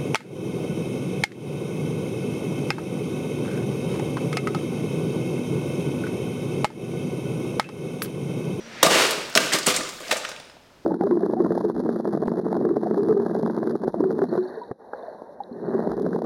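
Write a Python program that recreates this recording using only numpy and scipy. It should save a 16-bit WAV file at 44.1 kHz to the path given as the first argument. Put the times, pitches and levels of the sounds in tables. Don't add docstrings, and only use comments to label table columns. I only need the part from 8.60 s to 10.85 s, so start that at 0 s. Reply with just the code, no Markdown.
import sys
import numpy as np
from scipy import signal
from scipy.fft import rfft, irfft
from scipy.io import wavfile
from scipy.ndimage import uniform_filter1d

SR = 44100
rng = np.random.default_rng(int(sys.argv[2]) if len(sys.argv) > 2 else 0)


def digitize_waveform(pressure):
    field = np.atleast_2d(pressure).T
    bounded = np.clip(field, -1, 1)
    quanta = np.round(bounded * 32767).astype(np.int16)
    wavfile.write(sys.argv[1], SR, quanta)


N = 99225
T = np.arange(N) / SR
HZ = np.fft.rfftfreq(2 * N, 1 / SR)
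LANDING_S = 0.2292


def amp(db):
    return 10 ** (np.asarray(db) / 20)


def unit(x):
    return x / np.sqrt(np.mean(x ** 2) + 1e-20)


def along(points, hz=HZ):
    f, v = np.transpose(points)
    return np.interp(np.log(hz + 1), np.log(f + 1), v)


def hump(hz, octaves):
    return np.exp(-.5 * (np.log2((HZ + 1) / hz) / octaves) ** 2)


def filtered(x, gain):
    return irfft(rfft(x, 2 * N) * gain)[:N]


def noise(gain):
    return unit(filtered(rng.standard_normal(N), gain))


def envelope(start, rise, hold, fade):
    return np.clip((T - start) / rise, 0, 1) * amp(-60 * np.maximum(T - start - rise - hold, 0) / fade)


def steady(x, samples):
    return x / np.sqrt(np.abs(uniform_filter1d(x * x, samples)) + 1e-6)


def ringing(x, tones):
    t = T[:SR // 3]
    ring = np.zeros(len(t))
    for hz, db, fade in tones:
        level = amp(db + rng.normal(0, 1.5) - 60 * t / fade)
        ring += level * np.sin(2 * np.pi * hz * t + rng.uniform(0, 2 * np.pi))
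    return signal.fftconvolve(x, ring / np.linalg.norm(ring))[:N]


def air():
    # time in seconds, level in dB.
    levels = [(0, -47), (.25, -40), (1.7, -55), (2.0, -56.5), (2.25, -56)]
    # frequency in Hz, level in dB.
    tone = [(25, -28.5), (60, -22.5), (140, 6), (260, 4), (550, 4.5), (900, -0.5), (2000, -7.5),
            (5000, -9.5), (9000, -22), (16000, -37)]
    wash = amp(np.interp(T, *np.transpose(levels))) * noise(amp(along(tone)))
    rumble = amp(-57.5) * noise(hump(hz=70, octaves=2.8))
    return wash + rumble


def woods(x, rise_s=0.04):
    # frequency in Hz, fade time in seconds.
    fades = [(100, 0.38), (300, 0.74), (1000, 0.76), (4000, 0.83), (9000, 0.65), (15000, 0.16)]
    # frequency in Hz, level in dB.
    tone = [(60, -2), (250, -10.5), (600, -8.5), (2000, -10.5), (5000, -8.5), (12000, -13.5)]
    hz, t, bands = signal.stft(rng.standard_normal(SR), SR, nperseg=256)
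    shape = amp(-60 * t / along(fades, hz)[:, None]) * (1 - np.exp(-t / rise_s))
    strength = np.sqrt(SR * np.mean(shape ** 2, axis=1, keepdims=True))
    shape *= amp(along(tone, hz))[:, None] / strength
    echoes = signal.istft(bands * shape, SR, nperseg=256)[1]
    return signal.fftconvolve(x, echoes)[:N]


def dust():
    # time in seconds, level in dB.
    levels = [(.23, -65), (.7, -59), (1.35, -54), (1.6, -63), (1.85, -72.5), (2.25, -79)]
    hiss = noise(hump(hz=12340, octaves=0.8))
    return amp(np.interp(T, *np.transpose(levels))) * (T > LANDING_S) * hiss


def pebbles(per_second=420, middle_hz=3300, spread_octaves=1.4, ring_cycles=5):
    # start in seconds, level in dB, rise, hold and fade in seconds.
    trickles = [(0.556, -43, 0.042, 0.35, .3), (1.145, -32, 0.016, 0.033, 0.44),
                (1.35, -45.5, 0.043, 0.12, .2), (1.6, -41.5, 0.034, 0.051, 0.29)]
    t = T[:SR // 50]
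    when, pitch, chance = rng.random((int(per_second * N / SR), 3)).T[:, :, None]
    hz = middle_hz * 2 ** (spread_octaves * (2 * pitch - 1))
    strength = amp(-2.7 * np.log(np.maximum(chance, 1 / 20)))
    ticks = strength * np.sin(2 * np.pi * hz * t) * np.exp(-t * hz / ring_cycles)
    places = (when * N).astype(int) + np.arange(len(t))
    stream = np.bincount(places.ravel(), ticks.ravel(), N)[:N]
    level = sum(amp(db) * envelope(start, rise, hold, fade) for start, db, rise, hold, fade in trickles)
    return unit(stream) * level


def loose_parts(rise_s=.003):
    # start in seconds, pitch in Hz, level in dB, hold and fade in seconds.
    pings = [(1.015, 5050, -45, 0.017, .15), (1.71, 9250, -64.5, .18, 0.16),
             (1.844, 5120, -54, .003, 0.073), (1.897, 5100, -53, 0.0025, 0.063)]
    return sum(amp(db) * envelope(start, rise_s, hold, fade) * steady(noise(hump(hz, .007)), 1200)
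               for start, hz, db, hold, fade in pings)


def flight(swell_db_per_s=74.5, fade_db_per_s=51.5):
    rush = noise(hump(hz=1900, octaves=0.49))
    fizz = amp(-6.5) * noise(hump(hz=4000, octaves=0.48))
    swish = amp(-38 + swell_db_per_s * np.minimum(T - LANDING_S, 0)) * (rush + fizz)
    hiss = amp(-54) * noise(hump(hz=5800, octaves=.03))
    whirr = amp(-46) * steady(noise(hump(hz=230, octaves=0.033)), 1200)
    return (swish + amp(-fade_db_per_s * T) * (hiss + whirr)) * (T < LANDING_S)


def thuds(rise_s=0.0027):
    # start in seconds, level in dB, fade time in seconds.
    landings = [(.229, -37, 0.081), (.774, -44, 0.061)]
    bass = hump(hz=70, octaves=0.61)
    return sum(amp(db) * envelope(start, rise_s, 0, fade) * steady(noise(bass), 1200)
               for start, db, fade in landings)


def grit(grains_per_s=3000, spread_db=3):
    # start in seconds, level in dB, rise, hold and fade in seconds,
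    # treble lift in dB per octave.
    sprays = [(0.227, -19.5, 0.0021, 0.032, 0.17, 1), (0.289, -17.5, 0.022, 0.11, 0.58, 0.5),
              (.79, -29.5, 0.013, 0.055, 0.54, 1.5), (.92, -21, 0.0076, 0.026, .13, 2.5),
              (1.062, -20, 0.0017, 0.026, 0.19, 3.5), (1.39, -38, 0.11, .06, 0.6, 1.5),
              (1.508, -24.5, 0.0038, 0.01, 0.16, 2)]
    # frequency in Hz, level in dB.
    tone = [(30, -46), (90, -43.5), (200, 0), (420, 7.5), (850, 1), (2500, 0.5), (4500, -4), (8500, -11),
            (11000, -18.5), (16000, -27.5)]
    out = np.zeros(N)
    for start, db, rise, hold, fade, lift in sprays:
        grains = (rng.random(N) < grains_per_s / SR) * rng.choice([-1, 1], N)
        sizes = amp(spread_db * np.minimum(rng.exponential(size=N), np.pi))
        rush = unit(grains * sizes) + rng.standard_normal(N)
        colour = amp(along(tone) + lift * np.log2(HZ + 1))
        out += amp(db) * envelope(start, rise, hold, fade) * unit(filtered(rush, colour))
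    return out


def booms(rise_s=0.00087):
    # start in seconds, level in dB, pitch in Hz, fade time in seconds,
    # boost at that pitch in dB.
    flexes = [(0.2299, -5.5, 540, 0.028, 10), (0.2479, -15, 700, .1, 12), (0.267, -10.5, 1144, 0.043, 13.5),
              (0.283, -22.5, 666, 0.089, 19), (0.318, -24.5, 450, 0.1, 4), (0.408, -23, 441, 0.2, 18),
              (0.577, -26.5, 393, 0.094, 18), (0.7599, -17, 634, 0.064, 5.5), (.774, -22.5, 255, 0.27, 4),
              (0.849, -39.5, 248, 0.39, 27), (0.941, -22, 280, 0.16, 4), (1.072, -18.5, 400, 0.2, 6.5),
              (1.185, -29.5, 297, 0.29, 10.5), (1.404, -39.5, 557, 0.26, 10),
              (1.492, -30.5, 630, 0.094, 22), (1.5244, -15, 607, 0.056, 30), (1.528, -37.5, 215, 0.066, 26),
              (1.56, -34, 620, 0.14, 28)]
    # frequency in Hz, level in dB.
    tone = [(30, -33), (80, -26), (150, -4), (260, 0), (450, 1), (650, 1), (850, -19), (1200, 0.5),
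            (1800, -30), (5000, -42), (10000, -70)]
    out = np.zeros(N)
    for start, db, hz, fade, boost in flexes:
        colour = amp(along(tone) + boost * hump(hz, octaves=0.14))
        out += amp(db) * envelope(start, rise_s, 0, fade) * steady(noise(colour), 400)
    return out


def clanks(sheet_fade_s=0.21):
    # start in seconds, level in dB, rise and fade in seconds,
    # pitch in Hz, boost at that pitch in dB.
    contacts = [(0.2292, -0.5, .0008, 0.028, 2456, -1.5), (.262, -15, .003, 0.037, 1380, -2),
                (0.318, -20, .001, 0.04, 1200, 12), (0.507, -21, 0.0013, 0.05, 12300, 8),
                (.696, -37.5, .002, .05, 12000, 1), (0.7521, -6, 0.00039, 0.013, 4940, 7),
                (0.756, -17.5, 0.0013, 0.14, 6000, -0.5), (0.7734, -3, 0.0022, 0.017, 2250, 14),
                (0.802, -24, 0.0011, 0.059, 6500, 4), (.858, -35, 0.0029, 0.044, 10000, 17),
                (0.919, -23, 0.0012, 0.14, 1930, 35), (0.933, -17.5, 0.0016, 0.044, 6340, 15),
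                (.951, -25.5, 0.0014, 0.13, 1830, 20), (0.985, -21.5, .002, 0.048, 7800, 1),
                (1.03, -27, 0.00075, 0.037, 5200, 12), (1.0661, -10.5, 0.0017, 0.019, 8600, 51),
                (1.082, -16, 0.0022, 0.013, 9400, -1), (1.10, -20.5, 0.0024, 0.15, 2500, 5),
                (1.139, -24, .003, 0.27, 4030, 1.5), (1.163, -17.5, 0.00043, 0.05, 8000, 15),
                (1.287, -31.5, 0.0042, 0.056, 7000, 3), (1.401, -40.5, .002, 0.11, 11100, 3),
                (1.4812, -31, .0006, .025, 4700, 39), (1.511, -13, 0.004, 0.02, 2060, 9),
                (1.525, -19.5, 0.00099, 0.034, 3600, 0), (1.56, -26.5, 0.0015, 0.041, 1840, 10),
                (1.567, -29, 0.0014, 0.1, 8000, 12), (1.648, -23, 0.0024, 0.037, 1850, 15),
                (1.688, -32, .002, 0.069, 2960, -9), (1.7155, -30.5, 0.00066, .03, 2000, 6),
                (1.7629, -30, 0.00047, 0.015, 2730, 13), (1.7987, -36.5, .001, .04, 2000, -3),
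                (1.846, -52, .001, .03, 2190, 12), (1.8972, -40, 0.00091, 0.017, 2125, 8),
                (1.967, -41, .001, 0.018, 670, 15)]
    # frequency in Hz, level in dB.
    tone = [(40, -25), (120, -14.5), (300, -5.5), (600, -5), (1200, -5), (2500, -6), (5000, -3.5),
            (8500, -7.5), (11500, -15), (16000, -17)]
    crash = np.zeros(N)
    for start, db, rise, fade, hz, boost in contacts:
        dulling = .16 * db * np.log2(np.maximum(HZ / hz, 1))
        colour = amp(along(tone) + boost * hump(hz, octaves=0.59) + dulling)
        crash += amp(db) * envelope(start, rise, 0, fade) * steady(noise(colour), 128)
    sheet_tones = [(hz, 0, sheet_fade_s) for hz in rng.uniform(800, 10000, 240)]
    return crash + amp(-16.5) * ringing(crash, sheet_tones)


def steel_box(bass_cut_hz=116):
    # pitch in Hz, relative level in dB, fade time in seconds.
    shell_tones = [(394.5, -21.5, 0.21), (495.6, -1, 0.18), (577.3, -4, 0.21), (663, -10, .3),
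                   (1050, -10.5, .25), (1210, -3, .18), (1600, 1, 0.193), (2284, -6.5, 0.13),
                   (2270, -8, 0.18), (2716, 4.5, 0.12), (4090, -10, 0.15), (4740, -6, 0.17),
                   (7800, -19.5, .1)]
    bass_cut = signal.butter(2, bass_cut_hz, "high", fs=SR, output="sos")
    blows = signal.sosfilt(bass_cut, clanks() + booms())
    return blows + amp(-18.5) * ringing(blows, shell_tones)


def scene():
    tumble = steel_box() + thuds() + grit() + pebbles() + loose_parts()
    return (air() + tumble + woods(tumble) + flight() + dust())[None]


def record(dry):
    ceiling, top_hz = 0.68, 16000
    rounded = dry[0] / (1 + np.abs(dry[0] / ceiling) ** 6) ** (1 / 6)
    return filtered(rounded, 1 / np.sqrt(1 + (HZ / top_hz) ** 160))[None]


dry = scene()
out = record(dry)
digitize_waveform(out)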